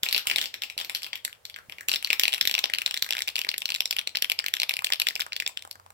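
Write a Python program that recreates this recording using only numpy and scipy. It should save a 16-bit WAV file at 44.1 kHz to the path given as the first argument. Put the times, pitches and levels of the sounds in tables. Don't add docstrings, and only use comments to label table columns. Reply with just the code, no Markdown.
import sys
import numpy as np
from scipy import signal
from scipy.fft import rfft, irfft
from scipy.io import wavfile

SR = 44100
rng = np.random.default_rng(int(sys.argv[2]) if len(sys.argv) > 2 else 0)


def log_audio(samples):
    frames = np.atleast_2d(samples).T
    limited = np.clip(frames, -1, 1)
    pcm = np.round(limited * 32767).astype(np.int16)
    wavfile.write(sys.argv[1], SR, pcm)


N = 261513
BURST_SIZE = 1024
ONSET = BURST_SIZE // 4

# time_s, gain_db
HOLD_LEVEL = [(.3, -5.5), (1.1, -6), (1.25, 0.5), (1.45, -3), (1.8, -3.5), (2, -1), (4.2, 3), (5.9, 2.5)]
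# start_s, level_db, pitch_hz
HAND_THUDS = [(0.03, -37, 150), (.27, -44.5, 85), (.768, -38, 605), (1.686, -47, 160), (2.424, -39, 230),
              (2.452, -30.5, 430), (2.473, -41, 95), (3.023, -43, 96.5), (4.79, -45, 111)]
# frequency_hz, gain_db
WALL_COLOUR = [(100, -30), (450, -7.5), (900, -1.5), (1300, 0), (2100, 2), (2900, 1.5), (3900, -0.5),
               (5700, 0.5), (6600, -20), (7700, -20), (9500, -38)]
# frequency_hz, gain_db
TICK_COLOUR = [(4000, -24), (7600, 3), (10000, -5.5), (11700, 2), (13500, 0.5), (16000, -8.5)]
# frequency_hz, difference_db
PORT_BALANCE = [(400, -2), (1200, 1.5), (2400, 5.5), (4400, 4), (8000, 1.5), (11500, 0), (15500, -3.5)]
# frequency_hz, gain_db
ROOM_COLOUR = [(200, 7), (500, -1), (1200, -1.5), (3000, -4.5), (16000, 0)]
# (per Hz, relative)
AIR_COLOUR = [(30, -20), (85, 3), (140, -5), (320, -14), (500, -2), (1200, -9.5), (4000, -17.5),
              (16000, -21)]
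# start_s, level_db, ring_centre_hz (of the struck spot), tick_db (relative)
VOICED_STRIKES = [(0.0327, -7, 3260, -5.5), (0.0635, -13.5, 2340, -26), (0.1267, -7.5, 3560, -6.5),
                  (0.1465, -6.5, 3520.0, -28), (0.2706, -8, 2930, -5.0), (0.3599, -6.5, 3570, -11),
                  (0.6202, -15, 3460, -12.5), (0.7783, -14, 3840, -9), (1.1312, -16, 3200.0, -20.0),
                  (1.2494, -17, 3470, 0), (1.3284, -32.5, 2570.0, -12.5), (1.4529, -24.5, 3900, -9.5),
                  (1.4983, -29, 3260, -7.5), (1.5424, -29, 3440, -33), (1.6969, -28, 2530, -10.5),
                  (1.7222, -26.5, 2220, -15.0), (1.784, -27.5, 2230, -17), (1.8083, -26, 1800.0, -8),
                  (1.8849, -12, 2780, -3), (2.0261, -25.5, 2720.0, -4), (2.1032, -9.5, 2960, -18),
                  (2.1094, -19, 3060, -18), (2.1298, -10.0, 2930, -8.5), (2.1962, -9.5, 3300, -5),
                  (2.2347, -8.5, 3500, -9), (2.2539, -12.0, 3100, -23), (2.2798, -11, 3070, -10),
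                  (2.4114, -8.5, 3840, -13.0), (2.4737, -10, 3570, -7), (2.5505, -12.5, 3180, -15),
                  (2.6402, -11, 3660, -17.5), (2.699, -23.0, 2200, -14.0), (2.7366, -13, 2980.0, -15),
                  (2.8617, -12, 3700, -13), (2.9416, -18, 3200, -9), (3.0238, -12, 3760, -7),
                  (3.1071, -15.5, 3500.0, -10), (3.3566, -18, 3800, -13), (3.4894, -14.5, 4160, -15.5),
                  (3.5804, -21.5, 3900, 1), (3.656, -18, 3870, -12.0), (3.8055, -13.5, 3470, -12),
                  (3.8562, -19.0, 4530, -10.5), (3.9091, -17.0, 4100, -7), (3.9862, -19, 3500, -28),
                  (3.991, -17.5, 2760, -11.5), (4.0736, -19, 3400, -11.5), (4.1504, -24, 2170, -26.0),
                  (4.1555, -19.5, 3840.0, -17), (4.1704, -18.5, 3460, -12.5), (4.2227, -14.5, 3480, -6),
                  (4.2983, -17, 3250, -9.5), (4.3177, -16, 3040.0, -9.5), (4.3897, -16, 3730, -15),
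                  (4.5384, -15, 3250, -8.5), (4.5995, -17, 3700, -10.5), (4.6177, -19, 3530, -17),
                  (4.6322, -16.5, 3260, -13), (4.6933, -15.5, 3130, -9), (4.845, -15.5, 3500, -4.5),
                  (4.9227, -13.5, 3360, -17), (4.9345, -16.5, 3600, -10), (4.9992, -15.5, 3380, -7.0),
                  (5.0181, -15.5, 3150, -8.5), (5.069, -15.5, 2750, -13), (5.0859, -16, 3850, -8.5),
                  (5.1542, -23, 3990.0, -9.5), (5.2079, -19.5, 4180, -17), (5.3216, -26.5, 2380.0, -24),
                  (5.3311, -24.5, 3970, -17), (5.3643, -22.0, 3580, -12.0), (5.4007, -18.5, 3070.0, -11.5),
                  (5.4635, -19.5, 3700, -21), (5.5728, -23.5, 3230, -14), (5.6231, -35.5, 3150, -6),
                  (5.7115, -29, 4640, -5)]
# start_s, level_db
DRAWN_STRIKES = [(0.0872, -12.0), (0.1104, -19.0), (0.1632, -11), (0.1786, -10), (0.1935, -22),
                 (0.2552, -30.5), (0.299, -10), (0.3125, -8), (0.3837, -8.5), (0.4139, -11.5),
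                 (0.4263, -20.5), (0.4401, -17.5), (0.4571, -17.5), (0.541, -17.5), (0.6355, -16),
                 (0.6996, -20.5), (0.789, -19), (0.8002, -18.5), (0.8119, -17), (0.847, -21.5),
                 (0.8964, -16), (0.949, -11), (0.9595, -20.0), (1.0199, -26.5), (1.0317, -18.5),
                 (1.044, -19.5), (1.065, -23), (1.1554, -20.5), (1.2781, -29.5), (1.5616, -26),
                 (1.5874, -30), (1.8937, -14.5), (1.9162, -12.5), (1.93, -20), (1.938, -13), (1.9447, -18),
                 (1.9591, -14), (2.0465, -13.5), (2.0725, -24), (2.212, -24.5), (2.323, -22),
                 (2.3299, -16.0), (2.3378, -14), (2.345, -17.5), (2.3797, -25), (2.4528, -17.5),
                 (2.4958, -20), (2.5121, -16.5), (2.5407, -14.5), (2.5797, -16), (2.59, -15),
                 (2.6561, -21.5), (2.7483, -20), (2.785, -16.5), (2.8179, -19.5), (2.8769, -25.5),
                 (2.91, -20.5), (2.9669, -25.0), (2.9741, -20), (3.0634, -30), (3.09, -27.0), (3.1244, -18),
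                 (3.133, -21), (3.151, -25), (3.168, -22), (3.1816, -24), (3.1902, -22), (3.2056, -25.5),
                 (3.22, -18.5), (3.2759, -22), (3.281, -19.5), (3.2884, -21), (3.3639, -19.5),
                 (3.3818, -22), (3.3907, -20), (3.4155, -20), (3.4477, -23), (3.4684, -32.5),
                 (3.515, -24.5), (3.5409, -22), (3.6193, -23), (3.6907, -23), (3.7032, -20.5),
                 (3.7197, -21.5), (3.7426, -23), (3.7487, -19.5), (3.7604, -23.5), (3.9267, -22.5),
                 (3.9655, -21.5), (4.2445, -19.5), (4.3981, -26.5), (4.4414, -27.5), (4.4623, -19.5),
                 (4.4832, -23.5), (4.5676, -24), (4.7093, -20.5), (4.7384, -22), (4.7674, -22),
                 (4.7907, -23.5), (4.8212, -32), (4.869, -21.5), (4.9027, -27.5), (5.1072, -29),
                 (5.1615, -24.5), (5.1952, -28.5), (5.2023, -22.5), (5.2188, -23), (5.2646, -32),
                 (5.4225, -26.5), (5.4761, -22), (5.4953, -38), (5.6502, -36), (5.6747, -40.5),
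                 (5.7554, -42), (5.7983, -42), (5.8628, -42), (5.904, -42)]


def undb(db):
    return 10 ** (np.asarray(db) / 20)


def unit(x):
    return x / np.sqrt(np.mean(x ** 2))


def colour(points, size):
    hz, db = np.transpose(points)
    bins_hz = np.fft.rfftfreq(size, 1 / SR) + 1
    return undb(np.interp(np.log(bins_hz), np.log(hz), db))


def tint(x, points):
    size = x.shape[-1]
    return irfft(rfft(x) * colour(points, size), size)


def add(out, x, start_s):
    i = max(int(start_s * SR), 0)
    part = out[:, i:i + x.shape[-1]]
    part += x[:, :part.shape[-1]]


def port_noise(shape, apart_hz):
    mid, side = rfft(rng.standard_normal((2,) + shape))
    f = np.fft.rfftfreq(shape[-1], 1 / SR)
    share = .5 * f ** 2 / (f ** 2 + apart_hz ** 2)
    mid, side = mid * np.sqrt(1 - share), side * np.sqrt(share)
    return irfft(np.array([mid + side, mid - side]), shape[-1])


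def background(air_db=-63, hum_hz=92, hum_db=-67, grip_s=1.76, grip_width_s=0.18, grip_db=-61):
    t = np.arange(N) / SR
    air = unit(tint(port_noise((N,), 120), AIR_COLOUR))
    waver = unit(tint(rng.standard_normal(N), [(10, -4), (40, -36)]))
    swell = np.exp((t - t[-1]) / .5)
    hum = np.sqrt(2) * np.sin(2 * np.pi * hum_hz * t) * (1 + .35 * waver) * swell
    rumble = unit(tint(rng.standard_normal((2, N)), [(30, -19), (90, 5), (250, -6.0), (3000, -18)]))
    grip = rumble * np.exp(-((t - grip_s) / grip_width_s) ** 2)
    return undb(air_db) * air + undb(hum_db) * hum + undb(grip_db) * grip


def room(x, t60_s=0.23, t60_treble_s=0.17, tail_db=-9.5, echo_decay_s=0.00043, echo_db=-14):
    t = np.arange(SR // 2) / SR
    late = t - .0052
    low_pass = signal.butter(2, 6000, fs=SR, output="sos")
    high_pass = signal.butter(2, 6000, "high", fs=SR, output="sos")
    low = signal.sosfilt(low_pass, port_noise(t.shape, 460))
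    high = signal.sosfilt(high_pass, rng.standard_normal(low.shape))
    tail = (low * undb(-60 * t / t60_s) + high * undb(-60 * t / t60_treble_s)) * (late > 0)
    echo = port_noise(t.shape, 2100) * (late > 0) * np.exp(-np.abs(late) / echo_decay_s)
    reflections = undb(tail_db) * unit(tail) + undb(echo_db) * unit(echo)
    response = tint(reflections, ROOM_COLOUR) / np.sqrt(len(t))
    return signal.oaconvolve(x, response, axes=-1)[:, :N]


def thuds(cycles=0.55):
    t = np.arange(SR // 8) / SR
    out = np.zeros((2, N))
    for start_s, level_db, pitch_hz in HAND_THUDS:
        knock = np.sin(2 * np.pi * pitch_hz * t) * np.exp(-t * pitch_hz / cycles)
        add(out, (knock * undb(level_db))[None], start_s)
    return out


def drawn_strikes(usual_db=-22, centre_hz=3150, octaves_per_db=0.13, scatter_octaves=.16,
                  tick_db=-11, tick_scatter_db=3):
    start_s, level_db = np.transpose(DRAWN_STRIKES)
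    spot, edge = rng.standard_normal((len(start_s), 2)).T
    force_db = np.clip(level_db, usual_db - 12.5, usual_db + 0.5) - usual_db
    ring_hz = centre_hz * 2 ** (octaves_per_db * force_db + scatter_octaves * spot)
    return np.column_stack([start_s, level_db, ring_hz, tick_db + tick_scatter_db * edge])


def chatter(hits, soonest_s=.003, spread_s=.022, loss_db=-16):
    start_s, level_db, ring_hz, tick_db = hits.T
    touch_s = start_s + soonest_s + spread_s * rng.random(len(start_s))
    return np.column_stack([touch_s, level_db + loss_db, ring_hz, tick_db])


def bursts(noise, rise_s, decay_s, even=0.48, linger_db=-21, linger_s=0.004):
    t = np.maximum(np.arange(BURST_SIZE) - ONSET, 0) / SR
    swell = 1 - np.exp(-(t / rise_s) ** 2)
    fade = np.exp(-t / decay_s) + undb(linger_db) * np.exp(-t / linger_s)
    spectra = rfft(noise * swell * fade)
    return spectra / (np.abs(spectra) + 1e-9) ** even


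def ripple(f, count, db, hz):
    place, spacing = rng.random((count, 2)).T[:, :, None]
    return db * np.cos(2 * np.pi * (f / hz * 2 ** (spacing - .5) + place))


def level_bursts(x):
    energy = (x ** 2).mean(0).sum(-1)
    return x / np.sqrt(energy / (0.0013 * SR))[:, None]


def clacks(hits, spot_db=14, spot_octaves=0.49, tick_db=0.3, apart_hz=7000, knock_db=-10):
    start_s, level_db, ring_hz, sharpness_db = hits.T
    count = len(hits)
    noise = port_noise((count, BURST_SIZE), apart_hz)
    f = np.fft.rfftfreq(BURST_SIZE, 1 / SR) + 1
    spot = spot_db * np.exp(-.5 * (np.log2(f / ring_hz[:, None]) / spot_octaves) ** 2)
    height_octaves = np.log2(ring_hz / 3200)
    knock = knock_db * height_octaves[:, None] / (1 + (f / 1400) ** 2)
    wall_gain = colour(WALL_COLOUR, BURST_SIZE) * undb(spot + knock + ripple(f, count, db=4, hz=1793))
    ring = level_bursts(irfft(bursts(noise, rise_s=0.00021, decay_s=0.00064) * wall_gain))
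    tick_spectra = bursts(noise, rise_s=0.00011, decay_s=0.00075) * colour(TICK_COLOUR, BURST_SIZE)
    tick = level_bursts(irfft(tick_spectra))
    tick = irfft(rfft(tick) * undb(ripple(f, count, db=4.5, hz=8940)))
    bright = undb(tick_db + sharpness_db)[:, None]
    sounds = (ring + bright * tick) / np.sqrt(1 + bright ** 2) * undb(level_db)[:, None]
    out = np.zeros((2, N))
    for k, start in enumerate(start_s):
        add(out, sounds[:, k], start - ONSET / SR)
    return out


def hold(times_s):
    return np.interp(times_s, *np.transpose(HOLD_LEVEL))


def at_ports(direct, reflected, lag_samples=23, bass_lag_share=0.49, bass_hz=1500):
    left, right = rfft(direct)
    f = np.fft.rfftfreq(N, 1 / SR)
    lag_s = lag_samples / SR * (1 - (1 - bass_lag_share) * np.exp(-f / bass_hz))
    ports = np.array([left * np.exp(-2j * np.pi * f * lag_s), right]) + rfft(reflected)
    lean = np.sqrt(colour(PORT_BALANCE, N))
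    return irfft(ports * np.array([lean, 1 / lean]), N)


def scene(count=6):
    hits = np.vstack([VOICED_STRIKES, drawn_strikes()])
    hits = np.vstack([hits, chatter(hits)])
    places = [clacks(hits[k::count]) for k in range(count)]
    direct = sum(places) * undb(hold(np.arange(N) / SR))
    reflected = sum(room(x) for x in places)
    return at_ports(direct, reflected) + thuds() + background()


def record(dry, ceiling=1.5, top_hz=16300):
    rounded = ceiling * np.tanh(dry / ceiling)
    return signal.sosfilt(signal.ellip(8, .2, 70, top_hz, fs=SR, output="sos"), rounded)


dry = scene()
out = record(dry)
log_audio(out)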